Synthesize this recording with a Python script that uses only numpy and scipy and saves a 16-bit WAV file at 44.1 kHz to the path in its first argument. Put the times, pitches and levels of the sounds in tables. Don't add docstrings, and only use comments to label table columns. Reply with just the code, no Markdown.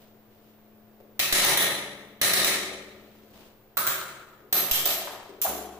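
import sys
import numpy as np
from scipy import signal
from scipy.fft import rfft, irfft, next_fast_len
from scipy.io import wavfile
from scipy.ndimage import uniform_filter1d

SR = 44100
rng = np.random.default_rng(int(sys.argv[2]) if len(sys.argv) > 2 else 0)


def log_audio(samples):
    frames = np.atleast_2d(samples).T
    limited = np.clip(frames, -1, 1)
    pcm = np.round(limited * 32767).astype(np.int16)
    wavfile.write(sys.argv[1], SR, pcm)


N = 255339

# hz, level_db
NOISE_SPECTRUM = [(20, -41.5), (60, -57), (115, -42), (160, -49.5), (250, -56.5), (340, -42.5), (650, -49),
                  (1000, -54.5), (2000, -59.5), (4000, -66), (8000, -73.5), (12000, -73), (16000, -56.5)]
# pitch_hz, level_db
MOTOR_PARTIALS = [(107.7, -72), (215.3, -58.5), (301.5, -72), (452.2, -73), (602.9, -77), (694.4, -71)]
# time_s, offset_db
MOTOR_LEVEL = [(3.4, 1.5), (3.6, -5)]
# start_s, end_s, level_db
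SCRAPES = [(0.0, 0.036, -68.5), (0.307, 0.52, -76), (2.88, 3.336, -71), (3.334, 3.447, -63.5)]
# hz, level_db
SCRAPE_SPECTRUM = [(100, 21), (600, 22.5), (1400, 11), (3200, 13.5), (5000, 8), (12000, -1), (16000, 4)]
# start_s, level_db, left_share (0-1)
AIR_PUFFS = [(1.327, -19, .85), (4.714, -19, 0.3)]
# start_s, level_db, pitch_hz, width_hz (before squaring)
KNOCKS = [(1.003, -3, 460, 264), (2.714, 5.5, 547, 310), (4.405, -3.5, 390, 249), (5.074, 8, 850, 1060),
          (5.293, 8.5, 376, 158), (5.448, 22, 727, 175), (5.463, 11.5, 792, 1200), (5.496, 12, 370, 237)]
# start_s, force_db, bite_db (how well the edge passes the blow into the wood),
# note_hz (strongest note of chisel and wood), note_db (at force 0)
BLOWS = [(1.194, 0, -7, 2620, 19), (1.326, 11, -7.5, 2800, 13), (1.4475, 2, -2.5, 885, 20),
         (1.574, 0.5, -1.5, 3460, 21), (2.215, 3, -2.5, 4150, 23), (2.3352, 3.5, -1.5, 5930, 17),
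         (2.4456, 0, -3, 2380, 20.5), (3.771, -4.5, -4.5, 1280, 28.5), (3.8686, -4, -4.5, 1460, 23),
         (4.527, 1.5, -4.5, 700, 14), (4.7125, 2, -12.5, 3140, 21), (4.8565, -1.5, -7, 685, 18),
         (5.417, -7, -38, 7300, 23)]
# time_s, looseness (0-1)
GRIP_LOOSENESS = [(2.5, 0), (3.9, 0.72), (4.5, 1)]
# hz, level_db
CRACK_SPECTRUM = [(30, -76), (100, -4.5), (300, -25), (900, -7), (2000, -1), (3200, 4), (5200, 3),
                  (7000, 1), (9000, -0.5), (12500, -5), (13500, 5), (16000, -33)]
# pitch_hz, width_hz, level_db
DOOR_MODES = [(172, 26.4, -7.5), (364.6, 62, -2.5), (638, 197, -4), (1227, 127, -2.5)]
# pitch_hz, width_hz, level_db
HANDLE_MODES = [(1918, 178, 3.5), (2067, 300, 0), (2970, 113, -0.5), (3740, 350, -0.5), (4000, 210, 0),
                (5920, 160, -0.5), (10330, 1040, -2.5)]
# pitch_hz, width_hz, level_db
STEEL_MODES = [(7600, 400, -12), (10050, 550, -8), (14700, 550, -2)]
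# pitch_hz, width_hz, level_db
BLADE_MODES = [(6008, 20, -21), (7500, 20, -23), (9921, 20, -21), (12520, 12, 0), (14836, 20, -19)]
# hz, t60_s
ROOM_T60 = [(100, 0.55), (300, 1.63), (700, 1.14), (1800, 1.002), (3800, 0.85), (5000, 0.77), (10000, 0.66),
            (15000, 0.44)]
# pitch_hz, level_db, t60_s
STANDING_WAVES = [(69, -51, 2.5), (139, -57, 1.8), (199, -51, 2), (290, -58, 1.8), (380, -62, 1.7),
                  (431, -58, 1.7), (534, -60, 1.5), (575, -61, 1.5), (601, -61, 1.4), (957, -60, 1.2)]
# hz, likeness (0-1)
PORT_LIKENESS = [(30, .8), (120, .9), (300, .97), (600, .75), (1100, .75), (2000, 0), (16000, 0)]
# hz, left_minus_right_db
PORT_BALANCE = [(30, 0.5), (125, 5), (500, 4), (1000, 3), (2200, 2.4), (4000, 0.7), (9000, -.4),
                (14000, -5)]

TAPS = 16384
HZ = np.fft.rfftfreq(TAPS, 1 / SR)
ROOM_S = np.arange(4 * TAPS) / SR
DIRECT_DB, NEAR_DB, TAIL_DB = -9.5, -14.5, -35
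KNOCK_DIRECT_DB, KNOCK_NEAR_DB = -6, -11.5
CRACK_DB, DOOR_DB, HANDLE_DB, STEEL_DB = 11, 21.5, 23, 17
STEEL_FOLLOWS = 0.15
LOOSE_STEEL_DB, LOOSE_HANDLE_DB = 3, -8.5
BLADE_DB, TIGHT_BLADE_DB = 41, -60
PORT_HZ, PORT_WIDTH_HZ, PORT_DB = 14750, 900, 10
LIMIT_DB, RECOVERY_DB_PER_S, EDGE_HZ = -20, 120, 15500


def amp(db):
    return 10 ** (np.asarray(db) / 20)


def read(points, hz):
    f, value = np.transpose(points)
    return np.interp(np.log(hz + 1), np.log(f + 1), value)


def at_time(points, s):
    return np.interp(s, *np.transpose(points))


def add(mix, start_s, sound):
    part = mix[:, max(round(start_s * SR), 0):][:, :sound.shape[1]]
    part += sound[:, :part.shape[1]]


def coloured(x, curve_db):
    size = next_fast_len(x.shape[-1] + TAPS)
    gain = amp(curve_db(np.fft.rfftfreq(size, 1 / SR)))
    return irfft(rfft(x, size) * gain, size)[..., :x.shape[-1]]


def diffuse(size):
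    left, other = rfft(rng.standard_normal((2, size)))
    same = np.clip(read(PORT_LIKENESS, np.fft.rfftfreq(size, 1 / SR)), -1, 1)
    right = same * left + np.sqrt(1 - same ** 2) * other
    return irfft(np.array([left, right]), size)


def resonances(modes):
    power = 0
    for hz, width_hz, db in modes:
        detuning = (HZ ** 2 - hz ** 2) / (width_hz * HZ + 1e-9)
        power = power + amp(db) ** 2 / (1 + detuning ** 2)
    return power


def struck(power):
    log_gain = np.log(power + 1e-9) / 2
    circle = np.concatenate([log_gain, log_gain[-2:0:-1]])
    return np.fft.ifft(np.exp(np.conj(signal.hilbert(circle)))).real[:TAPS // 2]


def room_noise():
    noise = diffuse(next_fast_len(N))[:, :N]
    return coloured(noise, lambda hz: read(NOISE_SPECTRUM, hz))


def motor_hum():
    t = np.arange(N) / SR
    hum = np.zeros(N)
    for hz, db in MOTOR_PARTIALS:
        waver_db = np.interp(t, np.linspace(0, t[-1], 30), rng.standard_normal(30))
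        level = amp(db + at_time(MOTOR_LEVEL, t) + waver_db)
        hum += level * np.sin(2 * np.pi * (hz * t + rng.random()))
    return hum


def standing_waves():
    hz, db, t60_s = np.transpose(STANDING_WAVES)[:, :, None]
    return amp(db) * np.exp((2j * np.pi * hz - np.log(1000) / t60_s) * ROOM_S)


def room(pulse, waves, direct_db=DIRECT_DB, near_db=NEAR_DB):
    t = ROOM_S
    hz, frame_s, noise = signal.stft(diffuse(len(t)), SR, nperseg=512)
    decay = np.exp(-np.log(1000) * frame_s / read(ROOM_T60, hz)[:, None])
    response = amp(TAIL_DB) * signal.istft(noise * decay, SR, nperseg=512)[1][:, :len(t)]
    phases = np.exp(2j * np.pi * rng.random(len(waves)))
    response += (phases @ waves).real
    knots_s = t[::220]
    clumps = np.interp(t, knots_s, amp(rng.normal(0, 1.3, len(knots_s))))
    response *= (1 - np.exp(-t / .007)) * clumps
    response[[0, 1], [6, 0]] += amp(direct_db)
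    reflections = rng.uniform([.0015, -12, -1], [.008, 16, 1], size=(16, 3))
    for delay_s, left_lag, strength in reflections:
        at = int(delay_s * SR)
        response[[0, 1], [at + int(left_lag), at]] += amp(near_db) * strength
    return signal.fftconvolve(pulse[None], response, axes=1)


def scrape(length_s, db, grain_db=2.0, rise_s=0.0011, fade_s=0.086, snaps_per_s=45, snap_db=14):
    t = np.arange(2 * TAPS) / SR
    knots_s = t[::128]
    grain = np.interp(t, knots_s, rng.standard_normal(len(knots_s)))
    snaps = (rng.random(len(t)) < snaps_per_s / SR) * rng.standard_normal((2, len(t)))
    stroke = np.minimum(t / rise_s, 1) * np.exp(-np.maximum(t - length_s, 0) / fade_s)
    hiss = coloured(diffuse(len(t)) + amp(snap_db) * snaps, lambda hz: read(SCRAPE_SPECTRUM, hz))
    return hiss * stroke * amp(db + grain_db * grain)


def air_puff(db, left_share, fall_s=0.00835, back_s=0.052, back=0.14):
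    t = np.arange(TAPS) / SR
    drop = t / (fall_s / 2) * np.exp(1 - 2 * t / fall_s)
    swing_back = back * t / back_s * np.exp(1 - t / back_s)
    wave = amp(db) * (swing_back - drop)
    return np.array([left_share * wave, (1 - left_share) * wave])


def knock(db, hz, width_hz, click_db=-25, thud_db=-18):
    body = resonances([(hz, width_hz, 0)]) ** 2
    click_and_thud = resonances([(1490, 1600, click_db), (75.6, 12.0, thud_db)])
    return amp(db) * struck(body + click_and_thud)


def door_panels():
    ripple = uniform_filter1d(rng.standard_normal(len(HZ)), size=12)
    ripple = uniform_filter1d(ripple, size=9)
    depth_db = np.interp(HZ, [300, 1800], [.8, 2.3])
    gain = amp(depth_db * ripple / ripple.std()) ** 2
    return gain / gain.mean()


def hammer_contact():
    t = np.arange(256) / SR
    chatter = rng.standard_normal(len(t)) * np.exp(-t / .0007)
    contact = np.diff(chatter, prepend=0)
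    contact *= .45 / np.linalg.norm(contact)
    contact[0] = 1
    return contact


def blow(panels, loose, force_db, bite_db, note_hz, note_db):
    wood_db = force_db + bite_db
    door_db = DOOR_DB + wood_db
    handle_db = HANDLE_DB + wood_db + LOOSE_HANDLE_DB * loose
    steel_db = STEEL_DB + STEEL_FOLLOWS * force_db + LOOSE_STEEL_DB * loose
    blade_db = BLADE_DB + force_db + TIGHT_BLADE_DB * (1 - loose)
    power = amp(CRACK_DB + force_db + read(CRACK_SPECTRUM, HZ)) ** 2
    for db, modes in ((door_db, DOOR_MODES), (handle_db, HANDLE_MODES), (steel_db, STEEL_MODES)):
        power = power + amp(db) ** 2 * resonances(modes)
    note_width_hz = min(.35 * note_hz, 560)
    note = resonances([(note_hz, note_width_hz, 0)]) ** 2
    power = power + amp(note_db + force_db) ** 2 * note
    power = panels * power + amp(blade_db) ** 2 * resonances(BLADE_MODES)
    return signal.fftconvolve(struck(power), hammer_contact())


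def scene():
    mix = room_noise() + motor_hum()
    panels, waves = door_panels(), standing_waves()
    for start_s, end_s, db in SCRAPES:
        add(mix, start_s, scrape(end_s - start_s, db))
    for start_s, db, left_share in AIR_PUFFS:
        add(mix, start_s, air_puff(db, left_share))
    for start_s, *settings in KNOCKS:
        add(mix, start_s, room(knock(*settings), waves, KNOCK_DIRECT_DB, KNOCK_NEAR_DB))
    for start_s, *settings in BLOWS:
        loose = np.clip(at_time(GRIP_LOOSENESS, start_s), 0, 1)
        add(mix, start_s, room(blow(panels, loose, *settings), waves))
    return mix


def ports_db(hz):
    ring_db = PORT_DB / (1 + (2 * (hz - PORT_HZ) / PORT_WIDTH_HZ) ** 2)
    return ring_db + np.outer([.5, -.5], read(PORT_BALANCE, hz))


def limiter(x):
    keep = np.exp(-1 / (.005 * SR))
    power = signal.lfilter([1 - keep], [1, -keep], (x ** 2).mean(0))
    power_db = 10 * np.log10(power + 1e-12)
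    recovery_db = RECOVERY_DB_PER_S * np.arange(N) / SR
    held_db = np.maximum.accumulate(power_db + recovery_db) - recovery_db
    over_db = np.maximum(held_db - LIMIT_DB, 0)
    return x * amp(-uniform_filter1d(over_db, size=160))


def record(dry):
    x = np.tanh(coloured(dry, ports_db))
    x = limiter(x)
    x = .45 * np.tanh(x / .45)
    low_pass = signal.firwin(401, EDGE_HZ, window=("kaiser", 8), fs=SR)
    return signal.oaconvolve(x, low_pass[None], "same")


dry = scene()
out = record(dry)
log_audio(out)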